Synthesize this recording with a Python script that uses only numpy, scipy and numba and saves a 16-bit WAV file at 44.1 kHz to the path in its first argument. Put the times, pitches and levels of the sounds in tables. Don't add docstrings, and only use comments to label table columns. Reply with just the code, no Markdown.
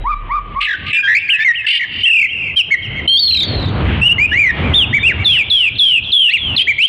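import sys
import numpy as np
from scipy import signal
from scipy.fft import rfft, irfft
from scipy.io import wavfile
from scipy.ndimage import uniform_filter1d, minimum_filter1d
from numba import njit

SR = 44100
rng = np.random.default_rng(int(sys.argv[2]) if len(sys.argv) > 2 else 0)


def to_wav(s):
    ch = np.atleast_2d(s).T
    pcm = np.round(np.clip(ch, -1, 1) * 32767)
    wavfile.write(sys.argv[1], SR, pcm.astype(np.int16))


def rack_gain(trim_db):
    fader = np.asarray(trim_db, float)
    return 10 ** (fader / 20)


N = 303408

# start t/s, end t/s, beat f/Hz, depth/0-1
BUZZ = [
    (.598, .672, 430, .75),
    (.928, .968, 300, .6),
    (1.662, 1.79, 575, .35),
    (2.558, 2.6, 700, .08),
    (6.575, 6.63, 520, .18),
    (5.26, 5.4, 750, .05),
    (5.52, 5.66, 750, .04),
    (5.8, 5.93, 750, .04),
]
# t/s, level/dB
EFFORT = [(.9, -2.5), (1.05, 0), (1.3, -0.5), (1.5, 0.5), (2.04, -1), (2.58, 1), (2.73, 0), (4.05, 1),
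          (4.22, -2.5), (4.4, -0.5), (4.79, 2.5), (5.07, 2.5), (5.35, -3), (5.9, 0.5), (6.33, 0.5),
          (6.58, 1), (6.7, 3), (6.82, 2)]
BUZZ_ABOVE_HZ = 2000
WAVER_HZ, FLUTTER_DB, PATCHY_DB, BREATH_DB = 22, 1.0, 4, -27.5
SECOND_DB_PER_KHZ, THIRD_DB = -11.5, -42.5
WIDEN_S = .16
SMEAR = .7


def bird():
    out, clock = np.zeros(N), np.arange(N) / SR
    waver, breath, flutter, patchy = slow(270), slow(1500), slow(400), slow(46)
    beat = beating(clock, waver, breath)
    for note, shape, (level_db, second_db, trill_hz, depth_hz, crest_s) in song():
        start, length, first_hz = note[:3]
        span = slice(int(start * SR), min(int((start + length + 0.0011) * SR), N))
        t, air = clock[span], breath[span]
        hz, shape_db = glide(t, note, **shape)

        turn = 2 * np.pi * trill_hz * (t - start - crest_s)
        widen = 1 if length < WIDEN_S else 0.3 + 1.05 * (t - start) / length
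        trill = widen * (np.cos(turn) + 0.3 * np.cos(2 * turn) - 0.05 * np.sin(2 * turn))
        spin = np.exp(2j * np.pi * np.cumsum(hz + depth_hz * trill + WAVER_HZ * waver[span]) / SR)

        second_db = second_db + SECOND_DB_PER_KHZ * (hz - 2500) / 1000 + PATCHY_DB * patchy[span]
        third = rack_gain(THIRD_DB) + rack_gain(second_db - 29.5)
        upper = rack_gain(second_db) * spin ** 2
        upper += third * (spin ** 3 + .3 * spin ** 4) * (1 + SMEAR * air)
        tone = spin + upper * (1 + 0.067 * air)
        buzz = beat[span] if note[3] > BUZZ_ABOVE_HZ else 1

        edge = np.clip(np.minimum(t - t[0], t[-1] - t) / 0.003, 0, 1)
        swell = 1 + depth_hz * (0.00079 * np.cos(turn) + 0.001 * np.sin(turn)) + rack_gain(BREATH_DB) * air
        effort_db = np.interp(start, *np.transpose(EFFORT))
        loudness = np.sqrt(2) * rack_gain(level_db + shape_db + FLUTTER_DB * flutter[span] + effort_db)
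        out[span] += loudness * edge * swell * (buzz * tone).imag
    return out


def beating(clock, waver, breath):
    beat = np.ones(N, complex)
    for start, end, hz, depth in BUZZ:
        on = np.clip(np.minimum(clock - start, end - clock) / .005, 0, 1)
        wobble = 1 + (0.023 + .2 * depth ** 2) * waver
        up = np.exp(2j * np.pi * np.cumsum(hz * wobble) / SR)
        above = 0.55 * up + 0.21 * up ** 2 + 0.23 * up ** 3 + 0.047 * up ** 4
        below = 1.1 / up + 0.19 / up ** 2
        beat += on * depth * (above + below + 0.33 * breath)
    return beat


# start t/s, length t/s, first f/Hz, turn f/Hz, last f/Hz
WHOOPS = [(.04, .108, 845, 1223, 1126), (.29, .105, 875, 1226, 1125)]
SLIDES = [(5.243, 0.19, 4353, 3545, 2204), (5.498, 0.2, 4410, 3432, 2304), (5.783, .218, 4410, 3400, 2478),
          (6.117, .194, 4420, 3435, 2566)]
HOOKS = [(2.558, 0.065, 2914, 3180, 2346), (2.704, 0.053, 1500, 2212, 1812), (4.73, .122, 1910, 3647, 2453)]
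ARCHES = [(4.925, .07, 1638, 2293, 1636), (6.667, .06, 1573, 2370, 1843)]
PEAKS_UP = [(5.027, .103, 2250, 2838, 1373)]
ROOF = [(4.313, .203, 1600, 2460, 1798)]
FLICKS = [(1.287, .08, 1892, 3170, 2484), (1.445, .08, 2153, 2132, 1822)]
STROKES = [(.962, 0.056, 2400, 2420, 2500), (2.031, 0.029, 2880, 3060, 3270),
           (4.18, .085, 2040, 2440, 2480), (6.78, .083, 2050, 2750, 3250), (6.562, .032, 4500, 3500, 2550),
           (6.575, .055, 3600, 2900, 2400), (6.59, 0.04, 2900, 3150, 3290), (.927, 0.053, 2600, 2700, 2650)]
LOWS = [(1.022, 0.059, 1750, 1580, 1620), (1.382, .063, 1700, 1760, 1800), (1.278, 0.014, 2900, 2200, 1950)]
UPPER_VOICE = [(3.073, 0.11, 3586, 4277, 4700)]
LOWER_VOICE = [(3.075, .127, 3053, 3214, 3876)]
LAST_WHOOP = [(.548, .095, 968, 1173, 1187)]
STEPS = [(4.012, .074, 2562, 2769, 2980), (4.084, .047, 2805, 2720, 2930)]
SWOOP = [(6.283, .097, 1700, 2922, 1884)]
ASIDES = [(6.29, .035, 3260, 3635, 4590)]
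FAR_BIRD = [(0, .21, 3850, 3850, 3850)]
TRILLS = [(.602, 0.076, 2613, 2748, 2320), (0.669, 0.092, 1912, 1708, 1530),
          (1.071, 0.077, 1756, 1816, 1865), (1.142, 0.051, 2066, 2345, 2470),
          (1.662, .125, 2704, 2938, 2906), (1.791, 0.067, 2093, 1992, 1795)]
LONG_TRILLS = [(2.055, .222, 2795, 2623, 2130), (3.19, .272, 4560, 4152, 3395)]
# level/dB, second partial level/dB, rate f/Hz, depth f/Hz, first crest t/s
WARBLE = [(10, -38.5, 55, 180, .011), (8.5, -22, 46, 170, 0.021), (14.5, -33, 92.5, 130, .005),
          (17, -32, 59.5, 172, .012), (13, -44.5, 45, 170, .004), (7, -33, 48, 200, 0.0012)]
LONG_WARBLE = [(18, -37.5, 35, 200, .022), (11.8, -22.5, 30, 150, .006)]
TRILL_SHAPE = dict(turn=0.62, ease=1.3, bend=1.1, rise_s=0.0099, fall_s=0.011, fade_db=4, low_db=4.2)
LONG_SHAPE = dict(turn=.45, ease=1.1, bend=1.2, rise_s=0.0036, fall_s=0.037, fade_db=5, low_db=0.2)
ROUND = 2.1
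KINDS = [
    (WHOOPS, dict(turn=.68, ease=1.8, bend=.8, rise_s=0.033, fall_s=0.0074, fade_db=1, low_db=13), (-1, -34.5, 0, 0, 0)),
    (SLIDES, dict(turn=.1, ease=1.8, bend=1.35, rise_s=0.017, fall_s=0.015, fade_db=2.5, low_db=1.05), (17.5, -42.5, 91, 69, 0.3)),
    (HOOKS, dict(turn=.25, ease=3.5, bend=1.6, rise_s=0.017, fall_s=.012, fade_db=0.2, low_db=5), (15.5, -35.5, 0, 0, 0)),
    (ARCHES, dict(turn=.44, ease=ROUND, bend=ROUND, rise_s=0.0088, fall_s=0.0064, fade_db=2.5, low_db=21.5), (13, -42, 0, 0, 0)),
    (PEAKS_UP, dict(turn=.5, ease=1.1, bend=1.1, rise_s=.008, fall_s=.008, fade_db=-7.5, low_db=14), (14, -42, 0, 0, 0)),
    (ROOF, dict(turn=.45, ease=1.15, bend=.9, rise_s=.008, fall_s=.008, fade_db=-4, low_db=10), (15, -35, 70, 40, .005)),
    (FLICKS, dict(turn=.26, ease=1.1, bend=.55, rise_s=.005, fall_s=0.0094, fade_db=.1, low_db=3), (14.5, -38.5, 0, -0.5, 0)),
    (STROKES, dict(turn=0.54, ease=1.2, bend=0.62, rise_s=.007, fall_s=.006, fade_db=0.8, low_db=9.5), (16.5, -36, 0, 0, 0)),
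]
SOFT_KINDS = [
    (LOWS, dict(turn=0.43, ease=1.5, bend=1.1, rise_s=0.015, fall_s=0.012, fade_db=0, low_db=0.5), (7, -21, 0, 2, 0)),
    (UPPER_VOICE, dict(turn=.17, ease=1.6, bend=7.3, rise_s=0.011, fall_s=0.002, fade_db=-8.5, low_db=-1.5), (-1.5, -42.5, 0, 0, 0)),
    (LOWER_VOICE, dict(turn=.75, ease=3.0, bend=.7, rise_s=0.0036, fall_s=0.012, fade_db=3, low_db=1), (16, -46, 0, -2, 0)),
    (LAST_WHOOP, dict(turn=.6, ease=1.6, bend=1.1, rise_s=0.022, fall_s=.01, fade_db=-14, low_db=8), (-9.5, -36.5, 0, 1.5, 0)),
    (STEPS, dict(turn=0.38, ease=1.1, bend=1.1, rise_s=0.011, fall_s=0.0039, fade_db=-1.7, low_db=3.8), (15.5, -37, 75.5, 25, .006)),
    (SWOOP, dict(turn=.56, ease=0.41, bend=1.5, rise_s=0.01, fall_s=0.0054, fade_db=-5, low_db=16.5), (13.5, -42, 0, -1, 0)),
    (ASIDES, dict(turn=0.31, ease=0.99, bend=0.77, rise_s=.005, fall_s=0.0042, fade_db=4.5, low_db=-2), (-3, -38, 0, 0.5, 0)),
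    (FAR_BIRD, dict(turn=.45, ease=1.1, bend=1.1, rise_s=.01, fall_s=.03, fade_db=-4.8, low_db=.1), (-49.5, -48, 0, -2, 0)),
]


def song():
    plain = [(note, shape, voice) for notes, shape, voice in KINDS + SOFT_KINDS for note in notes]
    trills = [(note, TRILL_SHAPE, voice) for note, voice in zip(TRILLS, WARBLE)]
    return plain + trills + [(note, LONG_SHAPE, voice) for note, voice in zip(LONG_TRILLS, LONG_WARBLE)]


EDGE_DB = -23


def glide(t, note, turn, ease, bend, rise_s, fall_s, fade_db, low_db):
    start, length, first, middle, last = note
    u = np.clip((t - start) / length, 0, 1)
    before = np.clip(1 - u / turn, 0, 1)
    after = np.clip((u - turn) / (1 - turn), 0, 1)
    hz = middle + (first - middle) * before ** ease + (last - middle) * after ** bend
    rise = np.clip(1 - u * length / rise_s, 0, 1) ** 2
    fall = np.clip(1 - (1 - u) * length / fall_s, 0, 1) ** 2
    return hz, EDGE_DB * (rise + fall) - fade_db * u - low_db * (hz.max() - hz) / 1000


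# t/s, top f/Hz, level/dB, partials level/dB
CHIPS = [(3.235, 3750, 3.5, -33), (3.274, 3890, 11, -34.5), (3.307, 3080, 6.5, -21),
         (3.344, 3050, 7.5, -19.5), (3.368, 2704, 1.5, -4.5), (3.401, 2730, -0.5, -3.5),
         (3.429, 2397, -4, 7)]
CHIP_S, CHIP_FALL = 0.012, 0.22


def chips():
    out, t = np.zeros(N), np.arange(int(CHIP_S * SR)) / SR
    swell = np.sin(np.pi * t / CHIP_S) ** 0.82
    for start, hz, db, partials_db in CHIPS:
        phase = 2 * np.pi * np.cumsum(hz * (1 - CHIP_FALL * t / CHIP_S)) / SR
        tone = np.sin(phase) + rack_gain(partials_db) * (np.sin(2 * phase) + 0.2 * np.sin(3 * phase))
        first = int(start * SR)
        out[first:first + len(t)] += rack_gain(db) * swell * tone
    return out


# delay t/s, level/dB
NEAR = [(.0021, -29), (.0063, -14.5), (.018, -22.5), (.034, -34)]
# t/s, slap level/dB
FACING = [(0, -4), (.4, -2.5), (.57, -12), (.63, -3.5), (.72, 14.5), (.95, -1.5), (1.1, 3), (1.45, 1.5),
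          (1.72, -12.5), (1.83, 11.5), (2.1, -6.5), (2.7, -12), (3.1, -4.5), (4.8, -6), (5.1, 4),
          (5.6, -11), (6.2, 0), (6.34, -6), (6.6, -0.5)]
HALO_DB, HALO_T60_S = -13.5, 0.27
SLAP_S, SLAP_DB, SLAP_TOP_HZ, SLAP_AGAIN_DB = .2534, -15.5, 6800, -27
YARD_DB, YARD_T60_S, YARD_TOP_HZ, YARD_LOW_HZ = -17.5, 1.5, 3970, 1500


def yard(x):
    near = x + sum(rack_gain(db) * late(x, s) for s, db in NEAR)
    near = near + scatter(x, HALO_DB, HALO_T60_S, 4500)
    toward = near * rack_gain(np.interp(np.arange(N) / SR, *np.transpose(FACING)))
    slap = rack_gain(SLAP_DB) * low(late(toward, SLAP_S), SLAP_TOP_HZ, order=2)
    again = rack_gain(SLAP_AGAIN_DB) * late(slap, SLAP_S)
    thin = x - 1.2 * low(x, YARD_LOW_HZ, order=1)
    return near + slap + again + scatter(thin, YARD_DB, YARD_T60_S, YARD_TOP_HZ)


def scatter(x, db, t60_s, top_hz):
    t = np.arange(2 * SR) / SR
    tail = rng.standard_normal(len(t)) * rack_gain(-60 * t / t60_s) * (1 - np.exp(-t / 0.0038))
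    tail = low(tail / np.sqrt(np.sum(tail ** 2)), top_hz, order=4)
    return rack_gain(db) * signal.fftconvolve(x, tail)[:N]


# f/Hz, level/dB
TRAFFIC = [(30, -11.5), (81, 5.5), (169, -5), (563, -17.5), (1550, -23.5), (3170, -23.5), (4400, -46.5),
           (10200, -110)]
# t/s, level/dB
PASSING = [(0, -33), (.5, -28), (.8, -17), (1.5, -23.5), (2.1, -25.5), (2.4, -20), (3.001, -13.5),
           (3.248, -14.5), (3.55, -1), (3.9, 6), (4.301, -6), (4.648, 1), (5.2, -1), (5.8, -17.5),
           (6.302, -21.5), (6.5, -10), (6.88, -18.5)]
GUST_DB = 2


def traffic():
    f = np.maximum(np.arange(N // 2 + 1) * SR / N, 1)
    hz, db = np.transpose(TRAFFIC)
    colour = rack_gain(np.interp(np.log(f), np.log(hz), db))
    colour *= f ** 2 / (f ** 2 + 28.0 ** 2)
    out = np.zeros(N)
    for octave in np.arange(5, 14):
        share = np.cos(np.pi / 2 * np.clip(np.log2(f) - octave, -1, 1))
        flicker = rack_gain(2.5 * slow(9))
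        out += flicker * irfft(rfft(rng.standard_normal(N)) * colour * share, N)
    passing = rack_gain(np.interp(np.arange(N) / SR, *np.transpose(PASSING)))
    return out / out.std() * rack_gain(GUST_DB * slow(5.4)) * passing


HUM_HZ, HUM_DB, HUM_END_S = 39, -19, 0.65


def hum():
    t = np.arange(N) / SR
    stop = 1 + np.exp(np.clip((t - HUM_END_S) / 0.018, -50, 50))
    fade = rack_gain(HUM_DB - 12 * t / HUM_END_S) / stop
    return fade * np.sin(2 * np.pi * np.cumsum(HUM_HZ + 3 * slow(6.8)) / SR)


def slow(rate_hz):
    size = int(SR / rate_hz)
    x = uniform_filter1d(uniform_filter1d(rng.standard_normal(N), size), size)
    return x / x.std()


def late(x, s):
    k = int(s * SR)
    return np.concatenate([np.zeros(k), x[:N - k]])


def low(x, hz, order):
    return signal.sosfilt(signal.butter(order, hz, fs=SR, output="sos"), x)


@njit
def follow(x, rise, fall):
    y, e = np.empty(len(x)), x[0]
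    for i in range(len(x)):
        e += (x[i] - e) * (rise if x[i] > e else fall)
        y[i] = e
    return y


def scene():
    return (yard(bird() + chips()) + traffic())[None]


def low_pass(x):
    return signal.sosfilt(signal.butter(12, 15800, fs=SR, output="sos"), x)


TOP_DB, RATIO, ATTACK_S, RELEASE_S, AHEAD_S = -18, 2.953, 0.0035, 0.043, 0.011
GRIT_DB, GRIT_HZ = -46, 14000


def record(dry):
    size = int(AHEAD_S * SR)
    peak = -minimum_filter1d(-np.abs(dry[0]), size=size, origin=-(size // 2))
    heard = follow(peak, 1 / (ATTACK_S * SR), 1 / (RELEASE_S * SR))
    gain = np.minimum(rack_gain(TOP_DB) / (heard + 1e-9), 1) ** (1 - 1 / RATIO)
    x = dry * gain * rack_gain(1.5) + hum()
    x = x / (1 + np.abs(x / 0.94) ** 2.16) ** (1 / 7.5)
    x = x * (1 + rack_gain(GRIT_DB) * (x / 0.4) ** 2 * slow(GRIT_HZ))
    return low_pass(x)


dry = scene()
out = record(dry)
to_wav(out)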